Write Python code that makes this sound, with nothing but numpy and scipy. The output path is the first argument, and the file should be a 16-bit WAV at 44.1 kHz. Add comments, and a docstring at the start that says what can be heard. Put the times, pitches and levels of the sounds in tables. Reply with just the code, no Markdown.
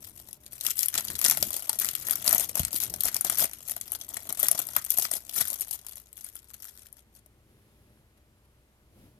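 """Shrink wrap is torn off a small card box and crumpled by hand, close to the left one of two microphones.
It starts with light tugs; from about 0.6 to 5.7 s sharp snaps of buckling film, shaped from bursts of noise,
stand over a bed of tiny crinkles, with short rings of freed panels and soft sine bumps on the hollow box.
The crackle thins out; light handling stops at 7 s, with one faint tug and snap after it, then skin rubs and
touches the card. A small room answers film and bumps; still air and a low hum go on underneath throughout."""
import sys
import numpy as np
from scipy import signal
from scipy.fft import rfft, irfft, next_fast_len
from scipy.io import wavfile
from scipy.ndimage import uniform_filter1d

SR = 44100
rng = np.random.default_rng(int(sys.argv[2]) if len(sys.argv) > 2 else 0)


def log_audio(samples):
    """Write samples as a 16-bit WAV file to the path given in sys.argv[1]."""
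    # one column per channel
    frames = np.atleast_2d(samples).T
    # limit to full scale, then quantise
    limited = np.clip(frames, -1, 1)
    pcm = np.round(limited * 32767).astype(np.int16)
    wavfile.write(sys.argv[1], SR, pcm)


N = 405273

# the loudest creases snapping through, levels before trims:
# (time [s], sizzle level [dB], crack level [dB], body level [dB], pitch of the freed panel [Hz])
LARGE_SNAPS = [(0.3294, -28.5, -44, -66.5, 509), (0.4628, -37, -39.5, -61, 452),
               (0.5222, -36, -42.5, -58, 610), (0.6097, -21, -30, -49, 2130), (0.6651, -14, -21, -53, 2540),
               (0.7052, -16, -23, -52, 2600), (0.7913, -13.5, -26.5, -45, 2130),
               (0.8309, -11.5, -21.5, -40, 2030), (0.8584, -10.5, -36, -41, 2160),
               (0.8839, -12.5, -30.5, -42, 1370), (0.941, -20, -26.5, -36, 1380),
               (0.9778, -15, -19, -50, 1890), (0.9837, -28, -26, -32, 1670),
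               (1.0833, -27.5, -29.5, -49, 2470), (1.1016, -24, -32, -33.5, 1700),
               (1.1528, -28.5, -27, -53, 2200), (1.1904, -17, -31.5, -36, 2200),
               (1.2146, -15, -27.5, -36, 2380), (1.242, -12, -23, -32, 2290),
               (1.2477, -5, -16.5, -32, 2280), (1.2534, -13.5, -26, -27, 1920),
               (1.2613, -15, -16.5, -27, 1930), (1.283, -10, -24, -32, 1996),
               (1.2978, -8.5, -21, -32, 2260), (1.3105, -11.5, -18.5, -23.5, 1870),
               (1.372, -14, -30.5, -27.5, 2010), (1.4262, -9.5, -18, -31, 604),
               (1.505, -17.5, -35, -43, 630), (1.5303, -19.5, -31.5, -49, 708),
               (1.5407, -19, -27, -36.5, 580), (1.5657, -17, -36, -40, 890), (1.694, -7, -24, -29.5, 866),
               (1.73, -21, -32.5, -38.5, 958), (1.7884, -12.5, -31, -46, 586),
               (1.7985, -9.5, -30, -58, 1290), (1.8461, -14.5, -27, -34, 1910),
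               (1.8876, -18, -25, -46, 2590), (1.9515, -16.5, -28, -41.5, 1310),
               (2.0851, -19.5, -43, -29.5, 1370), (2.109, -10, -32, -37, 1300),
               (2.1558, -17, -31, -43, 1340), (2.2436, -21, -34.5, -47, 630), (2.2622, -14, -28, -50, 700),
               (2.2773, -8, -16, -32, 617), (2.2924, -10.5, -31, -34, 1410),
               (2.3276, -7.5, -23, -26.5, 660), (2.3476, -7.5, -34, -36, 649),
               (2.381, -13, -26.5, -44, 730), (2.3969, -10.5, -26, -40, 611),
               (2.4928, -21.5, -31.5, -42, 495), (2.5546, -14, -28, -34.5, 623),
               (2.5945, -14.5, -26, -34, 670), (2.6323, -21, -30, -41, 1360), (2.6497, -14, -25, -38, 2130),
               (2.7293, -17, -33, -42, 600), (2.7603, -19.5, -26.5, -51, 2040),
               (2.802, -16.5, -32, -50, 1980), (2.836, -20.5, -37.5, -54, 2260),
               (2.898, -23.5, -36, -49, 635), (2.9387, -20, -30.5, -38, 624), (3.0065, -12, -28, -54, 2260),
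               (3.035, -11.5, -33, -57, 2350), (3.0545, -10.5, -34, -35, 694),
               (3.0831, -19.5, -26, -32, 1280), (3.1442, -17, -29, -45, 2240),
               (3.1649, -14, -25.5, -41, 645), (3.2098, -10, -33, -36, 2150),
               (3.247, -9.5, -28.5, -32, 750), (3.298, -10, -26.5, -33, 1230), (3.4023, -9, -40, -43, 2370),
               (3.4206, -21.5, -28.5, -28.5, 676), (3.4431, -12, -37, -27, 590),
               (3.5332, -24, -36.5, -48, 2420), (3.6962, -22, -34, -44, 991),
               (3.7108, -19.5, -42, -54, 630), (3.7645, -21, -38.5, -38, 657),
               (3.8118, -19.5, -31.5, -63, 2340), (3.919, -17, -44, -41.5, 880),
               (4.0123, -28.5, -33, -51, 670), (4.0893, -22.5, -50, -64, 574), (4.138, -31, -43, -52, 750),
               (4.291, -22.5, -38, -43, 657), (4.3251, -18, -43, -43.5, 708),
               (4.3986, -12.5, -39, -48, 1320), (4.4296, -7, -30, -31.5, 614),
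               (4.4842, -6.5, -23.5, -30.5, 1260), (4.5134, -6.5, -23.5, -32, 620),
               (4.5902, -14, -37, -44, 650), (4.6688, -19, -55, -52, 452), (4.764, -7, -22.5, -18.5, 1266),
               (4.8482, -17, -40, -55, 1380), (4.904, -7, -25, -51, 2450),
               (4.9739, -11.5, -28.5, -39.5, 950), (4.985, -6, -29, -33, 694),
               (5.022, -18, -25.5, -45, 614), (5.0515, -24.5, -27, -30, 1300),
               (5.114, -9.5, -31.5, -34, 660), (5.1359, -22, -27, -57, 610),
               (5.294, -25, -31.5, -47.5, 657), (5.4102, -15.5, -27, -53, 1440),
               (5.4818, -21, -42, -41.5, 1320), (5.5022, -19, -34.5, -42, 991), (5.52, -30, -44, -41, 603),
               (5.6085, -13, -42, -61, 626), (5.7096, -19.5, -31.5, -50, 773), (5.8657, -27, -38, -52, 980),
               (6.129, -33, -48, -67, 2340), (6.2447, -27, -50, -49, 2200), (6.354, -25.5, -50, -49, 1670),
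               (6.6827, -39, -44, -52, 1720), (6.793, -40, -50, -62, 1950), (6.9272, -34.5, -54, -75, 460),
               (7.2607, -43.5, -62, -58, 610)]
HANDLING_END_S = 7.04  # the light handling and the lesser snaps stop


def snaps(pull_db, length_s=0.0045):
    """Creases give way one by one, some as a dry tick, some with a flutter; low ranges move more slowly."""
    # a large crease cracks 0.6 ms after its listed time; the rest are level trims in dB
    large = np.array(LARGE_SNAPS)[:, :4] + [0.0006, -5, 0, -5]
    times, *levels_db = np.vstack([large, small_snaps(pull_db)]).T
    dryness = rng.random(N)[:len(times)] ** 2
    envelopes = []
    for db, slow in zip(levels_db, [1, 1.5, 1.7]):
        energy = amp(db) ** 2 * length_s * SR
        tick = buckle(strikes(times, energy * dryness), crack_t60=0.0024 * slow,
                      flutter_t60=0.019, flutter_db=-11.5, swell_t60=0.006, swell_db=-10.5)
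        flutter = buckle(strikes(times, energy * (1 - dryness)), crack_t60=0.0015,
                         flutter_t60=0.019 * slow, flutter_db=0, swell_t60=0.0038, swell_db=-1)
        envelopes.append(np.hypot(tick, flutter))
    return radiate(*envelopes)


def small_snaps(pull_db, per_second=16, over_db=5, spread_db=3, ceiling_db=-27, count=400):
    """Lesser creases give way at random during the handling: rows (s, sizzle dB, crack dB, body dB)."""
    when, chance = rng.random((count, 2)).T
    times = when * HANDLING_END_S
    db = pull_db[:, (times * SR).astype(int).clip(0, N - 1)] + over_db
    too_loud_db = np.maximum(db[0] - ceiling_db, 0)
    db = db - too_loud_db + spread_db * rng.standard_normal((count, 3)).T
    return np.vstack([times, db]).T[chance < per_second * HANDLING_END_S / count]


def crinkle(pull_db, per_second=750, loud_db=-28, crowding=0.51, spread_db=6, order=1700):
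    """Tiny creases pop at random: single ticks under a light touch, a dense tearing under a hard pull."""
    # per_second holds when the sizzle is at loud_db; the rate never falls below 300 per second
    rate = np.maximum(per_second * amp(crowding * (pull_db[0] - loud_db)), 300)
    pops = (rng.random(N) < rate / SR) * amp(spread_db * rng.standard_normal(N)) ** 2
    envelopes = []
    for db, trim_db in zip(pull_db, [-1, -0.5, -1.5]):
        own = pops * amp(3.2 * rng.standard_normal(N)) ** 2
        own /= np.abs(uniform_filter1d(own, order)) + 1e-7  # neighbouring pops share the hand's pull
        grain = buckle(own, crack_t60=0.0017, flutter_t60=0.027, flutter_db=1, swell_t60=0.0053, swell_db=1.5)
        envelopes.append(grain * amp(db + trim_db))
    return radiate(*envelopes)


def panels(cycles=22, level_db=2):
    """Each large snap frees a taut panel of film, which rings for a few cycles like a tiny drum."""
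    out = np.zeros((2, N + SR))
    t = np.arange(SR // 20) / SR
    phases = rng.normal(0, 1.0, (len(LARGE_SNAPS), 2))
    for (start, _, _, body_db, hz), phase in zip(LARGE_SNAPS, phases):
        decay = amp(body_db + level_db - 60 * hz * t / cycles)
        ring = decay * (1 - np.exp(-2 * hz * t))
        out[:, round(start * SR):][:, :len(t)] += ring * np.sin(2 * np.pi * hz * t + phase[:, None])
    return out[:, :N] * amp([[1], [-1]])  # left a little louder than right


def pull():
    """Sizzle, crack and body levels of the moving film in dB: tugs on top of light handling."""
    # tugs and squeezes, levels of the pull before trims:
    # (start [s], length [s], sizzle level [dB], body level [dB])
    tugs = np.array([(0.026, 0.07, -43.5, -63), (0.158, 0.074, -47, -66), (0.277, 0.066, -49, -66.5),
                     (0.444, 0.025, -50, -66), (0.532, 0.078, -44, -62), (0.647, 0.062, -25.5, -45.5),
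                     (0.782, 0.062, -24.5, -51), (0.955, 0.033, -26.5, -36.5), (1.227, 0.11, -25.5, -40),
                     (1.36, 0.13, -32, -55), (1.549, 0.033, -30.5, -50), (1.697, 0.016, -44, -52.5),
                     (1.813, 0.086, -29.5, -45), (2.078, 0.055, -27.5, -43.5), (2.271, 0.084, -23.5, -36),
                     (2.384, .055, -25.5, -45), (2.585, 0.0083, -22, -35.5), (2.608, 0.007, -33, -62),
                     (2.749, 0.027, -24.5, -50), (2.822, 0.01, -21, -41), (3.047, 0.032, -24.5, -36),
                     (3.151, 0.0092, -30.5, -38.5), (3.262, 0.076, -29, -41), (3.391, 0.049, -18, -35),
                     (3.682, 0.036, -31.5, -51.5), (3.937, 0.016, -31, -50), (4.103, 0.0077, -49, -51),
                     (4.163, 0.006, -33.5, -44), (4.283, 0.021, -41, -48), (4.395, 0.076, -25.5, -42.5),
                     (4.511, 0.049, -40, -47), (4.595, 0.011, -27, -40.5), (4.764, 0.015, -30, -46.5),
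                     (4.922, 0.019, -28, -55.5), (4.984, 0.066, -23.5, -48), (5.122, 0.052, -29.5, -48.5),
                     (5.351, 0.058, -25, -50.5), (5.384, 0.032, -21, -36.5), (5.459, 0.088, -31, -55),
                     (5.608, 0.015, -29, -52.5), (5.711, 0.028, -29.5, -56), (5.88, 0.12, -44.5, -65.5),
                     (6.178, 0.11, -44, -65), (6.356, 0.028, -43, -65), (6.509, 0.032, -45.5, -65),
                     (6.613, 0.084, -44.5, -65), (6.772, .1, -53.5, -69), (6.979, 0.013, -52, -65),
                     (7.162, .015, -50, -68)])
    # light handling of the film between tugs, before the offsets below: (time [s], level [dB])
    light_touch = [(0.0, -60), (0.47, -64.5), (0.8, -47.5), (1.12, -40), (1.35, -45), (1.88, -40),
                   (3.29, -45.5), (3.51, -50.5), (4.35, -46.5), (4.49, -42.5), (5.0, -43), (5.14, -54.5),
                   (5.55, -45.5), (6.06, -66), (6.78, -59), (7.04, -73)]
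    rise_s, fall_s = 0.11, 0.088  # time for a tug to build up and to die away by 60 dB
    handling_db, = curves(light_touch)
    handled = np.arange(N) / SR < HANDLING_END_S

    def level(rows, offset_db):
        handling = handled * amp(handling_db + offset_db) ** 2
        return 10 * np.log10(strokes(rows, rise_s, fall_s) + handling)

    sizzle = level(tugs[:, [0, 1, 2]], 3.5)
    body = level(tugs[:, [0, 1, 3]], -12)
    crack = sizzle + 0.41 * (body - sizzle)  # the crack lies between the two
    return np.array([sizzle, crack, body])


def stillness(hold_s=0.019, hold_db=-4):
    """Dip of the pull in dB before each large snap: the film holds still while the crease takes the strain."""
    t = np.arange(N) / SR
    times = np.append(np.sort(np.array(LARGE_SNAPS)[:, 0]), np.inf)
    wait = times[np.searchsorted(times, t)] - t
    return hold_db * np.exp(-(wait / hold_s) ** 2)


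def buckle(power, crack_t60, flutter_t60, flutter_db, swell_t60, swell_db):
    """Envelope of buckling film: a brief swell of noise, a hard crack, a short flutter (t60s in s)."""
    t = np.arange(-(SR // 20), SR // 20 + 1) / SR

    def fall(t60):
        return amp(-60 * np.abs(t) / t60)

    before = amp(swell_db) * fall(swell_t60)
    after = fall(crack_t60) + amp(flutter_db) * fall(flutter_t60)
    shape = np.where(t < 0, before, after) ** 2
    return np.sqrt(np.abs(signal.fftconvolve(power, shape / shape.sum(), "same")))


def radiate(sizzle, crack, body):
    """Noise in four pitch ranges of the film, each played by its envelope; tension shifts the body up or down."""
    # sound of the film: (frequency [Hz], level [dB])
    film_colour = [(60, -33), (160, -22), (450, -21.5), (1000, -18), (2600, -16), (4500, -11.5),
                   (6200, -7.5), (9500, -3.5), (11500, 3), (14100, 0), (14900, -26), (16000, -46.5)]
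    # resonances of the box and the cupped hand: (frequency [Hz], width [Hz], boost [dB])
    hollow = [(655, 91, 6), (1376, 200, 6.5), (1928, 340, 4), (3350, 83, 4.5)]
    # level of the right side against the left: (frequency [Hz], level [dB])
    right_level = [(200, -2), (900, 0.5), (1350, -3.5), (2000, -1), (3400, 0.5), (6000, -5), (8100, -10.5),
                   (11500, -18), (15000, -14.5)]
    # edges between sizzle, crack, upper body and lower body: (frequency [Hz])
    edges = (8000, 2200, 1050)
    hz = grid()
    colour = amp(along(film_colour, hz) + peaks(hollow))
    taut = amp(tension())
    lower = body / np.sqrt(1 + taut ** 2)
    envelopes = (sizzle, crack, lower * taut, lower)
    below = [1] + [1 / (1 + (hz / edge) ** 10) for edge in edges] + [0]  # power passed below each edge
    out = 0
    for envelope, top, bottom in zip(envelopes, below, below[1:]):
        gain = colour * np.sqrt(top * (1 - bottom))
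        response = causal(gain / np.sqrt(np.mean(gain ** 2)))
        out = out + filtered(envelope * facets(pair()), response)
    return np.array([out[0], filtered(out[1], amp(along(right_level, hz)))])


def tension(middle_hz=1080, db_per_octave=21.5, slack_db=-1.5, tautest_db=8):
    """Upper over lower body in dB: taut film rings high, slack film low, from one freed panel to the next."""
    times, *_, hz = np.transpose(LARGE_SNAPS)
    taut_db = np.clip(db_per_octave * np.log2(hz / middle_hz), slack_db, tautest_db)
    return np.interp(np.arange(N) / SR, times, taut_db)


def facets(x, narrow_db=5, wide_db=3.5, size=256):
    """The film keeps changing shape, so each instant favours other resonances, narrow and wide."""
    z = signal.stft(x, nperseg=size)[2]

    def chance(order):
        across_pitch = uniform_filter1d(rng.standard_normal(z.shape[1:]), order, axis=0)
        return uniform_filter1d(across_pitch, size=3, axis=0)

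    narrow, wide = chance(order=3), chance(order=10)
    gain = amp(narrow_db * narrow / narrow.std() + wide_db * wide / wide.std())
    gain /= np.sqrt(uniform_filter1d(gain ** 2, size=40, axis=0))  # colour changes, strength does not
    return unit(signal.istft(z * gain, nperseg=size)[1][:, :N])


def bumps(box_hz=80, box_t60=0.23, push_t60=0.02, rise_cycles=0.32):
    """A soft blow of the hand gives one low push, then the box wobbles on the desk."""
    # soft bumps, levels before the gains below: (time [s], level [dB], pitch of the push [Hz])
    blows = [(1.102, -35.5, 161), (1.141, -42, 95), (1.286, -36.5, 220), (1.425, -32, 174),
             (1.473, -41, 200), (2.349, -40, 179), (2.6, -18, 131), (2.634, -30, 112), (2.668, -35, 100),
             (2.743, -36, 290), (2.904, -40, 157), (3.056, -38, 134), (3.443, -40.5, 240),
             (4.432, -41, 238), (4.78, -40, 131), (5.41, -39, 190), (9.029, -49, 94.5)]
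    thud = np.zeros(N + SR)
    t = np.arange(SR // 3) / SR
    wobble = amp(-4.0 - 60 * t / box_t60) * np.sin(2 * np.pi * box_hz * t)
    for start, db, hz in blows:
        push = amp(8 - 60 * t / push_t60) * np.sin(2 * np.pi * hz * t)
        softness = 1 - np.exp(-t * hz / rise_cycles)
        thud[round(start * SR):][:len(t)] += amp(db) * (push + wobble * (box_hz / hz) ** 2) * softness
    return thud[:N] * np.ones((2, 1))


def hands(pull_db, grip_db=-5, strain_db=-14, touch_s=0.004, touch_fade_s=0.041, swell_s=0.4):
    """Skin rumbles on the hollow box, more so with each tug, and hisses over its face."""
    # hands holding the box, before grip_db: (time [s], level [dB])
    grip = [(0.0, -57), (0.69, -59.5), (1.33, -84), (1.76, -57.5), (2.15, -50), (3.15, -57), (3.71, -59),
            (4.5, -57), (6.3, -70.5), (7.68, -62), (8.68, -66.5), (9.19, -59)]
    # skin rubbing on the card: (start [s], length [s], rumble level [dB], hiss level [dB])
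    rubs = np.array([(1.102, 0.037, -50, -73), (1.388, 0.064, -47.5, -75), (2.877, 0.098, -51, -70),
                     (7.5, 0.49, -67, -72.5), (8.99, 0.074, -57, -66.5)])
    # fingertips landing on the bare card: (time [s], level [dB])
    touches = [(8.176, -65), (8.38, -73), (8.452, -67.5)]
    # colours of the rumble and of the sliding skin: (frequency [Hz], level [dB])
    rumble_colour = [(25, -20.5), (70, -2), (130, 1), (180, -7), (300, -8), (600, -15), (1500, -34.5)]
    skin_colour = [(500, -14), (2000, -9), (4000, -13), (8000, -20), (11500, -6.5), (14000, -20),
                   (15000, -39)]
    hold_db, = curves(grip)
    # swell_s and touch_fade_s: time to swell or fade by 60 dB
    rumble = amp(hold_db + grip_db) ** 2 + amp(pull_db[2] + strain_db) ** 2
    rumble += strokes(rubs[:, [0, 1, 2]], swell_s, swell_s)
    hiss = strokes([(start, touch_s, db) for start, db in touches], touch_fade_s, touch_fade_s)
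    hiss += strokes(rubs[:, [0, 1, 3]], swell_s, swell_s)
    return np.sqrt(rumble) * rush(rumble_colour) + np.sqrt(hiss) * rush(skin_colour)


def room(x):
    """Echoes blur into a diffuse tail of fading noise, in which the treble dies before the middle."""
    # reverberation: (frequency [Hz], time to fall by 60 dB [s])
    fade_times = [(200, 0.072), (2000, 0.19), (12000, 0.08)]
    hz, t, z = signal.stft(rng.standard_normal((2, SR // 2)), SR, nperseg=256)
    fading = z * amp(-60 * t / along(fade_times, hz)[:, None])
    tail = signal.istft(fading, SR, nperseg=256)[1]
    tail *= 1 - np.exp(-np.arange(tail.shape[1]) / SR / 0.0013)  # soft onset
    return signal.fftconvolve(x, tail / np.linalg.norm(tail[0]), axes=1)[:, :N]


def background(air_db=-63.5, hum_db=-67, mains_hz=60):
    """Still room air as steady noise and a faint electrical hum as a sine."""
    # colour of the room air: (frequency [Hz], level [dB])
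    air_colour = [(25, 1), (42, -11), (62, -4), (100, -2.5), (170, -17.5), (400, -15), (600, -20.5),
                  (760, -20), (2200, -24.5), (6000, -31.5), (11600, -29), (14200, -30.5), (15000, -60)]
    hum = np.sin(2 * np.pi * mains_hz * np.arange(N) / SR)
    return amp(air_db) * rush(air_colour) + amp(hum_db) * hum


def rush(spectrum):
    """Steady stereo noise, its left side of rms 1, with the low resonances of the surroundings."""
    # narrow resonances in the quiet low drone: (frequency [Hz], width [Hz], boost [dB])
    drone = [(122.2, 26, 1.5), (213, 18, 9.5), (327, 51, 3.5), (595, 14, 10.5)]
    return unit(filtered(pair(), amp(along(spectrum, grid()) + peaks(drone))))


def pair():
    """White noise at two microphones: alike in the bass, nearly unrelated in the treble."""
    # likeness of the two microphones: (frequency [Hz], likeness [0-1])
    likeness = [(100, .97), (300, 0.92), (640, 0.83), (1400, 0.8), (2500, 0.11)]
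    turn = np.arccos(np.clip(along(likeness, grid()), -1, 1)) / 2
    mid = filtered(rng.standard_normal(N), np.cos(turn))
    side = filtered(rng.standard_normal(N), np.sin(turn))
    return np.array([mid + side, mid - side])


def strikes(times, sizes):
    """Single impulses at the given times."""
    return np.bincount(np.clip(np.round(times * SR).astype(int), 0, N - 1), sizes, N)


def strokes(rows, rise_s, fall_s, size=32):
    """Power per sample of strokes (start, length, dB) that each build up, hold and die away."""
    t = np.arange(0, N, size) / SR
    start, length, db = np.transpose(rows)[:, :, None]
    outside = np.maximum(start - t, 0) / rise_s + np.maximum(t - start - length, 0) / fall_s
    power = np.sum(amp(db - 60 * np.minimum(outside, 2)) ** 2, axis=0)
    return np.interp(np.arange(N) / SR, t, power)


def peaks(modes):
    """Boost in dB of a set of resonances, on the grid."""
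    return sum(db / (1 + (2 * (grid() - centre) / width) ** 2) for centre, width, db in modes)


def amp(db):
    """Turn decibels into an amplitude factor."""
    return 10 ** (np.asarray(db) / 20)


def unit(x):
    """Scale a stereo pair so that its left side has rms 1."""
    return x / np.sqrt(np.mean(x[0] ** 2) + 1e-20)


def along(points, hz):
    """Read a curve of (Hz, value) points on a log frequency axis."""
    f, v = np.transpose(points)
    return np.interp(np.log(hz + 1), np.log(f + 1), v)


def curves(rows):
    """One value per sample for each column after the time."""
    times, *columns = np.transpose(rows)
    return [np.interp(np.arange(N) / SR, times, column) for column in columns]


def grid():
    """Frequencies in Hz of the long transform."""
    return np.fft.rfftfreq(2 * next_fast_len(N // 2 + SR // 4), 1 / SR)


def filtered(x, response):
    """Filter x by a response given on the grid."""
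    return irfft(rfft(x, 2 * (response.shape[-1] - 1)) * response)[..., :N]


def causal(gain):
    """The minimum-phase response with this gain: it rings only after a blow."""
    cepstrum = irfft(np.log(np.maximum(gain, 1e-5)))
    half = len(cepstrum) // 2
    cepstrum[1:half] *= 2
    cepstrum[half + 1:] = 0
    return np.exp(rfft(cepstrum))


def scene():
    """Film, box and hands in a small room; one pull drives the crinkling, the lesser snaps and the rumble."""
    pull_db = pull() + stillness()
    film = snaps(pull_db) + panels() + crinkle(pull_db)
    knocks = bumps()
    echoes = room(amp([[-14.5], [-11.5]]) * film + amp(-12.5) * knocks)
    return film + knocks + echoes + hands(pull_db) + background()


def record(dry, lag_s=0.00018, right_db=-1, low_cut_hz=42, top_hz=16400):
    """Sound reaches the right microphone a little later; deep bass is trimmed, peaks and band are limited."""
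    hz = grid()
    right = amp(right_db) * np.exp(-2j * np.pi * hz * lag_s)
    ports = np.array([np.ones(len(hz)), right])
    u = 1j * hz / low_cut_hz
    heard = filtered(dry, ports * u * u / (1 + u + u * u))
    return filtered(np.clip(heard, -1, 1), hz < top_hz)


dry = scene()
out = record(dry)
log_audio(out)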